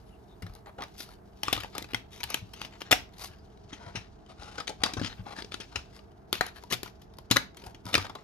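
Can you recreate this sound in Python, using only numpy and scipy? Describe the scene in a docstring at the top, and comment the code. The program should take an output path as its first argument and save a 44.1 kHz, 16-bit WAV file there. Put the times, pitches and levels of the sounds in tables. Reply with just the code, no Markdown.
"""Quiet-room hum and hiss with faint fuzzy whistles; then hands open a plastic disc case, press two discs
onto their hubs and shut it, close to a two-port microphone. Each click is a burst of tiny slips ringing
the thin case; fingers rub (clumped slips), bump (low swings) and rustle (fluttering noise) between them.
The room answers each snap with a short tail of sparse taps."""
import sys
import numpy as np
from scipy import signal
from scipy.fft import rfft, irfft
from scipy.io import wavfile
from scipy.ndimage import uniform_filter1d

SR = 44100
rng = np.random.default_rng(int(sys.argv[2]) if len(sys.argv) > 2 else 0)


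def to_linear_factor(level_db):
    """Convert decibel levels (scalar or array-like) to linear amplitude factors."""
    exponent = np.asarray(level_db, float) / 20
    return 10 ** exponent


def wav_out(sig):
    """Save sig, one row per channel (or a flat mono array), as 16-bit PCM at SR to the path in sys.argv[1]."""
    wavfile.write(sys.argv[1], SR, np.round(np.clip(np.atleast_2d(sig).T, -1, 1) * 32767).astype(np.int16))


N = 363031  # length in samples


def evened(x):
    """Scales to rms 1."""
    return x / np.sqrt(np.mean(x ** 2) + 1e-20)


def peaked(x):
    """Scales to peak 1."""
    return x / (np.max(abs(x)) + 1e-20)


def read(points, hz):
    """Reads a spectrum on a log-frequency axis."""
    f, value = np.transpose(points)
    return np.interp(np.log(hz + 1), np.log(f + 1), value)


def coloured(x, points):
    """Filters by a spectrum in dB."""
    hz = np.fft.rfftfreq(x.shape[-1], 1 / SR)
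    return irfft(rfft(x) * to_linear_factor(read(points, hz)), x.shape[-1])


def along(curve):
    """Reads a curve over time at every sample."""
    return np.interp(np.arange(N) / SR, *np.transpose(curve))


def drift(samples):
    """Slow random motion of rms 1: noise averaged twice over a number of samples."""
    return evened(uniform_filter1d(uniform_filter1d(rng.standard_normal(N), samples), samples))


def add(mix, s, sound):
    """Mixes a sound in at time s."""
    part = mix[round(s * SR):][:len(sound)]
    part += sound[:len(part)]


# deep rumble of the room over time: (t/s, level/dB)
RUMBLE_LEVEL = [(0.0, -60), (0.5, -59), (4.72, -70), (4.97, -52), (7.08, -79), (8.23, -61.5)]


def rumble(low_hz=30, high_hz=55):
    """A deep rumble of filtered noise, the same at both ports."""
    spectrum = [(low_hz / 2, -20), (low_hz, 0), (high_hz, -6), (high_hz * 2, -50)]
    noise = coloured(rng.standard_normal(N), spectrum)
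    return to_linear_factor(along(RUMBLE_LEVEL)) * evened(noise)


# spectrum of the room noise, before it is set to its overall level: (f/Hz, relative level per Hz/dB)
AIR_SPECTRUM = [(15, -39.5), (25, -3), (60, 1), (127, -4.5), (217, -10), (270, -11), (451, -7.5),
                (531, -24.5), (659, -9.5), (936, -18), (1150, -22.5), (1560, -25), (1790, -29.5),
                (5000, -54.5), (16000, -92)]
# faint steady tones: (f/Hz, rms level/dB)
HUM_TONES = [(200, -64.5), (643, -75.5)]
# diffuse sound at the two ports: (f/Hz, left-right likeness from 0 to 1)
PORT_LIKENESS = [(40, .95), (130, .8), (290, .5), (640, 0), (8000, 0), (15000, .45)]


def air(noise_db=-52.5, waver_rad=0.64):
    """Room noise, most alike at both ports in the bass, with a few faint tones of wavering phase."""
    hz = np.fft.rfftfreq(N, 1 / SR)
    same = np.clip(read(PORT_LIKENESS, hz), -1, 1)
    a, b = rfft(rng.standard_normal((2, N)))
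    pair = np.array([a, same * a + np.sqrt(1 - same ** 2) * b])
    noise = to_linear_factor(noise_db) * evened(irfft(pair * to_linear_factor(read(AIR_SPECTRUM, hz)), N))
    t = np.arange(N) / SR
    waver = waver_rad * drift(6000)
    hum = sum(to_linear_factor(db) * np.sqrt(2) * np.sin(2 * np.pi * f * t + waver) for f, db in HUM_TONES)
    return noise + hum


# faint fuzzy whistles: (start t/s, length t/s, level before the fades/dB, from f/Hz, to f/Hz)
WHISTLES = [(0.0, 0.18, -79, 12100, 9500), (0.097, 0.081, -70, 2820, 2830), (0.268, .1, -69, 3800, 3540),
            (3.362, 0.069, -70, 4900, 4800)]


def swishes(width_hz=300):
    """Faint narrow whistles that glide: a carrier blurred by slow noise."""
    out = np.zeros(N)
    for s, length, db, from_hz, to_hz in WHISTLES:
        glide_hz = np.linspace(from_hz, to_hz, round(length * SR))
        phase = 2 * np.pi * np.cumsum(glide_hz) / SR
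        a, b = uniform_filter1d(rng.standard_normal((len(phase), 2)), round(SR / width_hz), axis=0).T
        whistle = evened(a * np.cos(phase) + b * np.sin(phase))
        add(out, s, to_linear_factor(db) * whistle * np.hanning(len(phase)) ** .5)
    return out


# whisper of the hands over time, also guiding the crackle: (t/s, level/dB)
RUSTLE_LEVEL = [(0.0, -86.5), (0.75, -90), (0.98, -71.5), (1.15, -97), (1.35, -83.5), (1.63, -74),
                (2.01, -89), (2.45, -79), (3.299, -85.5), (3.671, -80), (3.83, -76), (4.22, -86),
                (4.58, -81), (5.82, -77.5), (6.201, -89.5), (6.699, -78.5), (7.13, -86.5), (7.88, -84),
                (8.23, -87.5)]
# treble colour of plastic and skin, shared by rustle, rubs and clicks: (f/Hz, relative level per Hz/dB)
TICK_SPECTRUM = [(1500, -39), (4410, 4.5), (6500, -0.5), (7770, -5.5), (9040, -7), (11000, 3),
                 (14000, -6.5), (16000, -48.5)]


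def rustle(flutter_db=3.0, body_hz=3000, body_db=7.0):
    """Sleeves and skin never rest: a faint, fluttering whisper of noise."""
    level_db = along(RUSTLE_LEVEL) + flutter_db * drift(500)
    noise = rng.standard_normal(N)
    body = coloured(noise, [(body_hz / 4, -24), (body_hz, 0), (body_hz * 2, -5), (body_hz * 4, -40)])
    return to_linear_factor(level_db) * (evened(coloured(noise, TICK_SPECTRUM)) + to_linear_factor(body_db) * evened(body))


def ringing(modes, t, extra_db, detune):
    """The dying tones of a set of modes, one blow; the grip shifts each a little."""
    hz, db, t60 = np.transpose(modes)[:, :, None]
    tones = np.sin(2 * np.pi * hz * (1 + detune[:, None]) * t)
    decay_db = -60 * t / np.maximum(t60, .003)
    return (to_linear_factor(db + extra_db[:, None] + decay_db) * tones).sum(0)


# modes of the thin shell, before the grip shifts them: (f/Hz, level/dB, t60/s)
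SHELL_MODES = [(883, 2, 0.061), (1100, -19, 0.012), (1390, 1.5, 0.0075), (1530, -1, 0.017),
               (2110, 1, 0.0074), (2386, -5, 0.0047), (2700, -2, 0.014), (3200, 0, 0.025),
               (3940, 1.5, 0.0079), (3910, 9, 0.01), (4580, -1, 0.0067), (4980, 8.5, 0.016),
               (5820, 8, 0.0058), (6600, 12.5, 0.0031)]


def struck(slips, hz, spread_octaves=2.6, spot_db=-6.5, uneven_db=3, grip=0.086, spot_cycles=26, widen=0.12):
    """Slips ring the touched spot and the modes near it, together with a dry broad crack."""
    t, shell_hz = np.arange(2048) / SR, np.transpose(SHELL_MODES)[0]
    # low spots ring fewer modes, and more on their own
    spread_octaves = spread_octaves * (hz / 2000) ** widen
    spot_db = spot_db - 3 * np.log2(hz / 2000)
    a, b = rng.standard_normal((len(SHELL_MODES), 2)).T
    near_db = -6 * (np.log2(shell_hz / hz) / spread_octaves) ** 2 + uneven_db * a
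    ring = signal.fftconvolve(slips, ringing(SHELL_MODES, t, near_db, grip * b))[:len(slips)]
    octaves = np.log2((np.fft.rfftfreq(len(slips), 1 / SR) + 1) / hz)
    crack = irfft(rfft(slips) * to_linear_factor(-6 * (octaves / spread_octaves) ** 2), len(slips))
    # the spot's own tone drops 60 dB in spot_cycles cycles
    spot_tone = np.sin(2 * np.pi * hz * t) * to_linear_factor(-60 * t * hz / spot_cycles)
    spot = signal.fftconvolve(slips, spot_tone)[:len(slips)]
    return evened(ring) + to_linear_factor(spot_db) * evened(spot) + to_linear_factor(-1) * evened(crack)


def crackle(per_s=25, crackle_db=23, size_db=5.0):
    """Small stray ticks: short noise bursts ring the shell, louder when the hands are busy."""
    t = np.arange(512) / SR
    size = size_db * np.minimum(rng.exponential(1, N), 4)
    hits = rng.random(N) < per_s / SR
    when = to_linear_factor(along(RUSTLE_LEVEL) + crackle_db + size) * hits
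    kind, out = rng.integers(0, 6, N), np.zeros(N)
    for k, hz in enumerate(np.geomspace(1200, 5500, num=6)):
        burst = rng.standard_normal(len(t)) * np.exp(-t / 0.003)
        out += signal.oaconvolve(when * (kind == k), peaked(struck(burst, hz)))[:N]
    return out


# low bumps: (t/s, peak level/dB, f/Hz)
BUMPS = [(0.431, -31.5, 98.7), (0.498, -35, 46), (1.549, -37.5, 60), (2.241, -39, 68),
         (2.419, -35.5, 101.6), (3.296, -42.5, 75.7), (3.863, -39, 92.5), (3.968, -34.5, 105),
         (4.392, -40, 70.7), (4.804, -40.5, 72), (4.974, -31.5, 91), (5.015, -31, 174), (5.193, -33, 106),
         (5.763, -38, 70.3), (7.668, -42, 63), (7.856, -34.5, 105.3), (7.961, -35, 86.4)]


def thumps(rise_s=0.0025, t60_s=0.15):
    """Hands and case bump the table top, which gives a few low uneven swings."""
    t, out = np.arange(SR // 2) / SR, np.zeros(N)
    for s, db, hz in BUMPS:
        overtone = np.sin(2 * np.pi * (1.733 * hz * t + rng.random()))
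        swing = np.sin(2 * np.pi * hz * t) + .5 * overtone
        envelope = (1 - np.exp(-t / rise_s)) * to_linear_factor(-60 * t / t60_s)
        add(out, s, to_linear_factor(db) * peaked(swing * envelope))
    return out


# rubs and scrapes: (start t/s, length t/s, body level before the fades/dB, centre f/Hz,
# treble level against the body/dB)
RUBS = [(0.42, .22, -63, 1320, -10), (0.657, 0.054, -47, 925, -19), (0.806, 0.055, -41.5, 1270, -25),
        (0.961, 0.093, -52.5, 4650, -0.5), (1.017, 0.16, -59.5, 1750, -5), (1.418, 0.19, -42.5, 2920, -29),
        (1.524, 0.18, -51.5, 2530, -31), (1.709, 0.15, -51, 2300, -27), (1.877, 0.06, -54, 1740, -12),
        (2.097, 0.13, -54, 3650, -11), (2.271, 0.14, -44.5, 2600, -19), (2.546, 0.15, -49.5, 2860, -24),
        (2.712, 0.069, -54.5, 2100, -21), (2.804, 0.012, -42.5, 2240, -9), (2.836, 0.14, -51.5, 1900, -37),
        (3.118, 0.068, -60, 2110, -6), (3.172, 0.12, -49.5, 4970, 1), (3.176, 0.1, -49, 1150, -20),
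        (3.267, 0.1, -59, 1770, -14), (3.69, 0.11, -56.5, 2050, -26), (3.772, 0.17, -49.5, 1000, -13),
        (3.91, 0.19, -58, 1940, -15), (4.279, 0.061, -52.5, 1260, -10.5), (4.344, 0.29, -51, 1440, -7.5),
        (4.788, 0.16, -42.5, 1250, -14), (5.006, 0.091, -40, 3320, -36), (5.085, 0.064, -47.5, 1980, -37),
        (5.163, 0.058, -54.5, 1560, -32), (5.244, 0.11, -44, 1170, -11), (5.347, 0.081, -45, 1840, -7.5),
        (5.51, 0.054, -48, 3700, -17), (5.605, 0.054, -50.5, 2700, -33), (5.698, 0.12, -51.5, 1480, -11),
        (5.922, 0.071, -57, 2110, -4.5), (6.314, 0.096, -47.5, 2700, -19), (6.415, 0.092, -48, 2080, -14),
        (6.544, 0.064, -52, 1840, -11), (6.697, 0.06, -37, 3300, -7), (6.834, 0.062, -51, 2340, -13),
        (7.558, 0.079, -58, 2480, -10), (7.614, 0.12, -55.5, 1000, -8), (7.841, 0.14, -45.5, 1360, -8),
        (7.959, 0.11, -43, 1580, -10), (8.036, 0.045, -46, 1900, -17), (8.167, 0.072, -56, 1270, -31)]


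def hands(slips_per_s=3000, size_db=1.5, clump_db=3.5, octaves=1.32, spot_db=-7, smooth=.4, soft_ends=0.6):
    """Clumped tiny slips of skin and plastic sliding on plastic, over a share of smooth noise."""
    clumps = drift(200)
    sizes = to_linear_factor(size_db * np.minimum(rng.exponential(1, N), 4))
    signs = rng.choice([-1., 1.], N)
    slips = evened(sizes * signs * (rng.random(N) < slips_per_s / SR))
    slips = to_linear_factor(clump_db * clumps) * (slips + smooth * rng.standard_normal(N))
    out = np.zeros(N)
    for s, length, db, hz, treble_db in RUBS:
        stroke = slips[round(s * SR):][:2 * round(length * SR / 2)]
        body = evened(struck(stroke, hz, octaves, spot_db))
        treble = evened(coloured(stroke, TICK_SPECTRUM))
        fades = signal.windows.tukey(len(stroke), soft_ends)
        add(out, s, to_linear_factor(db) * (body + to_linear_factor(treble_db) * treble) * fades)
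    return out


# modes of the case's panels, before the grip shifts them: (f/Hz, level/dB, t60/s)
PANEL_MODES = [(107, -1, 0.29), (228, 8.5, 0.029), (325, 8, 0.035), (525, -2, 0.025)]
# clicks and snaps: (t/s, peak level of the ringing/dB, centre of the ringing f/Hz,
# panel thud level against the ringing/dB, sharp tick level against the ringing/dB, typical slip time/ms)
SNAPS = [(0.421, -36, 2160, -3.5, -4.5, 6.3), (0.464, -38, 1900, -9, -17, 3.9),
         (0.537, -52, 5500, -30, 3, 1.7), (0.5507, -45, 900, -7, 5, 2.4), (0.659, -43, 1960, -7, -22, 2.5),
         (0.781, -31.5, 790, -12, -24, 10.4), (0.805, -30.5, 1220, -27, -22, 5),
         (0.821, -27, 1990, -28, -19, 1.5), (0.836, -28, 2340, -37, -15, 2.2),
         (1.003, -27.5, 5950, -13, -11, 2.8), (1.0889, -42.5, 1400, -12, -5, 2.3),
         (1.4328, -14, 3190, -20, -14, 1.45), (1.482, -14.5, 1190, -30, -22, 1.09),
         (1.5274, -12, 3520, -16, -7.5, 2.4), (1.5356, -23, 3160, -12, -18, 2),
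         (1.5766, -25.0, 1270, -5.5, -15, 2.4), (1.602, -29.5, 3080.0, -31, -13.0, 3.3),
         (1.634, -27, 2940, -33, -18, 1.6), (1.645, -30, 920, -35, -14, 1.7),
         (1.7496, -25, 1420, -19, -11, 6.3), (1.7579, -35, 910, -20, -22, 16),
         (1.7808, -20.5, 3500, -13, 0, 1.4), (1.82, -41, 2100, 6, -2, 3.5),
         (1.825, -32.5, 4000, -25, 1, 1.1), (1.8425, -33, 2580, -11, -26, 2.5),
         (1.934, -28, 2950, -2, -27, 1.4), (1.945, -13, 2140, -21, -20.5, 1.84),
         (2.203, -31.5, 2520, -22, -11, 5.6), (2.2323, -19, 4370.0, -37, -11, 0.69),
         (2.2364, -22.5, 3030.0, -39, -1.5, 3), (2.301, -29, 1260, -42, 5, 3.9),
         (2.3426, -16.5, 3200, -18.5, 0.5, 2.2), (2.5333, -35, 3300, -24, -8, 6.2),
         (2.615, -22.5, 3230, -14, -42, 1.6), (2.648, -29.5, 3250, -13, -48.0, 2.4),
         (2.817, -24, 3220, -16, -43.5, 1.8), (2.9108, -13.5, 1360, -40, -2.5, 1.3),
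         (2.9138, -7, 3600, -23.5, -8, 4), (2.9246, -3.5, 3140, -23, -15, 1.3),
         (2.9271, -5, 2800, -29.5, -31, 1.9), (3.728, -32, 3300, -5.5, -46, 7.3),
         (3.952, -24, 2750, -5.5, -23, 13), (4.432, -36, 5400, -10, -6, 2.2),
         (4.579, -23.5, 1550, -33, -15, 7.4), (4.6, -24.5, 1280, -38, -7.5, 5.8),
         (4.671, -30, 4300, -26.0, -10, 2.8), (4.677, -22, 3800, -22, -10, 3.3),
         (4.6904, -27, 780, -34, -2, 8.7), (4.835, -9, 3860, -18.5, -8, 2.9),
         (4.8592, -20.5, 1550, -10, -1, 4.2), (4.9357, -27, 3900.0, -6.5, 2, 2.9),
         (4.9681, -28.5, 1470, 3, -16, 8.9), (4.994, -29.5, 1720, -1, -10, 5.7),
         (5.0145, -29, 1590, 10, -11, 3), (5.0446, -23.5, 3560, -9.5, -48, 5.5),
         (5.058, -32, 5300.0, -28, -45, 7.1), (5.2657, -35, 860, -5, -31.5, 1.8),
         (5.385, -30, 1780, -9, -24, 5.3), (5.4217, -27, 5000, -8.5, -23, 1.8),
         (5.445, -33.5, 4830, -4, -37, 1.9), (5.519, -25.5, 3700, -22, -26, 2.3),
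         (5.542, -21.5, 3900, -13.5, -8, 1.6), (5.6004, -32, 3230, -3, -5, 9.1),
         (5.757, -16.5, 2920, -18.5, -17.5, 3.6), (6.328, -9, 3710, -15.5, -10.5, 0.97),
         (6.339, -23, 2570, -31, -20, 3.4), (6.353, -25.5, 3000.0, -17, -18, 1.8),
         (6.409, -9.5, 1970, -40, -30.5, 1.86), (6.4643, -27, 1730, -18, -5.5, 2.7),
         (7.17, -57, 5960, -36, 6, 1.7), (6.6374, -37, 950, -13, -2, 0.79),
         (6.711, -25, 1800, -9, -12, 3.3), (6.7233, -18.5, 3200, -13.5, -1.5, 4),
         (6.729, -18, 3680, -6.5, -11, 4.8), (6.8312, -25, 3640, -9, -0.5, 2.4),
         (6.859, -36, 1390.0, -21, -21, 3.2), (7.018, -50, 3360, -29, 0, 3.1),
         (7.137, -51.5, 3700.0, -16, -4, 2.7), (7.1846, -36, 1050, -34, -1, 3.3),
         (7.3018, -30.5, 3260.0, -30, -15, 4.1), (7.3107, -9.5, 4100, -5.5, -6.5, 5),
         (7.36, -13.5, 1680, -15, -11, 4.9), (7.3675, -6.0, 2043, -28, -8, 1.6),
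         (7.569, -41, 3500.0, -11, 1.5, 4.3), (7.637, -39.5, 3070, 1.5, -21, 4.8),
         (7.661, -33.5, 917, -14, -6, 9.8), (7.745, -36.5, 3100, -15, -32, 3.7),
         (7.8546, -45, 2980, 4, 10, 1.3), (7.865, -32.5, 980, -7, -0.5, 2.1),
         (7.93, -22.5, 4160, -11, -30.0, 3.4), (7.9415, -8, 3010, -48, -25, 1.2),
         (7.9504, -6.5, 2590, -16, -21, 3.3), (7.978, -19, 1260, -5, -5.5, 3.5),
         (8.0466, -30.5, 1360, -29.0, -24, 2.1), (8.0957, -31, 1320, -15, -11, 5.1),
         (8.151, -30, 1160, -30, -10, 4.8)]


def clicks(uneven_db=3, grip=0.13, rise=0.28, tick_share=1.0, slip_db=2.5, octaves=1.73, spot_db=0):
    """A short burst of slips rings the shell, pushes the panels and ticks."""
    t, out = np.arange(4096) / SR, np.zeros(N)
    push = np.gradient(t * np.exp(-1000 * t / 0.4))  # the soft shove of the whole case
    fade = signal.windows.tukey(2 * len(t), .3)[len(t):]
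    lead_s = .005  # silence ahead of the slips
    for s, db, hz, low_db, high_db, slip_ms in SNAPS:
        # every slip time is a little uneven
        ms = max(slip_ms, .3) * np.exp(0.079 * rng.standard_normal())
        u = np.maximum(1000 * (t - lead_s) / ms, 0)  # time in slip times
        size, sign = rng.standard_normal((len(t), 2)).T
        burst = (1 - np.exp(-u / rise)) ** 2 * (np.exp(-u) + 0.15 * np.exp(-u / 3))
        slips = sign * to_linear_factor(slip_db * size) * burst
        a, b = rng.standard_normal((len(PANEL_MODES), 2)).T
        panels = ringing(PANEL_MODES, t, uneven_db * a, grip * b)
        thud = peaked(signal.fftconvolve(push, panels)[:len(t)])
        ring = peaked(struck(slips, hz, octaves, spot_db))
        tick = peaked(coloured(slips * np.exp(-u / tick_share), TICK_SPECTRUM))
        add(out, s - lead_s, to_linear_factor(db) * (ring + to_linear_factor(high_db) * tick))
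        add(out, s, to_linear_factor(db + low_db) * thud * fade)
    return out


# level of the highest treble, lower while the hand works aside: (t/s, level/dB)
TOP_LEVEL = [(0, 0), (3.4, -1.5), (3.7, -13.5), (5.8, -11), (6.2, 1.5), (8.23, -4.5)]


def hand_aside(near):
    """Turns the highest treble of the near sounds up and down over time."""
    top = coloured(near, [(8000, -27.0), (11000, 1.0)])
    return near + (to_linear_factor(along(TOP_LEVEL)) - 1) * top


# decay of the room by band: (f/Hz, t60/s)
ROOM_DECAY = [(100, 0.44), (500, 0.22), (2000, 0.25), (5000, 0.25), (10000, 0.17), (16000, 0.22)]


def tail():
    """Sparse taps of random sign, each band dying at its own speed, other taps at each port."""
    taps = np.zeros((2, SR // 2))
    jitter = rng.integers(0, 20, (2, (SR // 2 - 201) // 20))
    at = np.arange(200, SR // 2 - 20, 20) + jitter  # one tap in every 20 samples
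    np.put_along_axis(taps, at, rng.choice([-1., 1.], at.shape), 1)
    hz, t, z = signal.stft(taps, SR, nperseg=256)
    decay = to_linear_factor(-60 * t / read(ROOM_DECAY, hz)[:, None])
    echo = signal.istft(z * decay, SR, nperseg=256)[1]
    return echo / np.linalg.norm(echo[0])


def room(x):
    """The case sounds different in each direction: three noise-blurred trebles feed three echo patterns."""
    treble = coloured(x, [(500, -40), (1300, 0)])
    out = 0
    for _ in range(3):
        blur = .6 + .8 * evened(uniform_filter1d(rng.standard_normal(N), size=30))
        sent = x - treble + treble * blur
        out = out + signal.fftconvolve(sent[None], tail(), axes=1)[:, :N]
    return out / np.sqrt(3)


# where the hands are: (t/s, left over right level/dB)
HANDS_SIDE = [(0.0, 9.5), (0.87, 0.5), (0.98, 4.5), (6.899, 6.5), (8.23, 3)]
# direct sound: (f/Hz, phase by which the left port leads/rad)
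LEFT_LEAD = [(60, .25), (300, .55), (700, 1.35), (5000, 1.5), (13000, 1.05)]


def ports(x):
    """The direct sound reaches the two ports at different level and phase."""
    phase = np.outer([.5, -.5], read(LEFT_LEAD, np.fft.rfftfreq(N, 1 / SR)))
    pair = irfft(rfft(x) * np.exp(1j * phase), N)
    return pair * to_linear_factor(np.outer([.5, -.5], along(HANDS_SIDE)))


def scene():
    """Case and hands, direct and through the room, over the room noise."""
    near = hand_aside(clicks() + hands() + rustle() + crackle() + swishes())
    direct = ports(near + thumps())
    return direct + to_linear_factor(-11.0) * room(near) + air() + rumble()


# colour of the ports: (f/Hz, left over right level/dB)
LEFT_COLOUR = [(60, -2), (300, -1), (3000, 1), (6000, 1.5), (10000, -3.5)]


def microphone(dry):
    """The ports differ in colour; the microphone drops deepest bass and highest treble."""
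    hz = np.fft.rfftfreq(N, 1 / SR)
    band = 1 / np.sqrt((1 + (40 / (hz + 1)) ** 10) * (1 + (hz / 14600) ** 40))
    colour = to_linear_factor(np.outer([.5, -.5], read(LEFT_COLOUR, hz)))
    return irfft(rfft(dry) * colour * band, N)


def top_cut(x):
    """Nothing passes above the cut-off."""
    return signal.sosfilt(signal.butter(12, 16470, fs=SR, output="sos"), x)


def record(dry):
    """Takes the scene through the microphone to the finished stereo sound."""
    mix = microphone(dry)
    return top_cut(mix)


dry = scene()
out = record(dry)
wav_out(out)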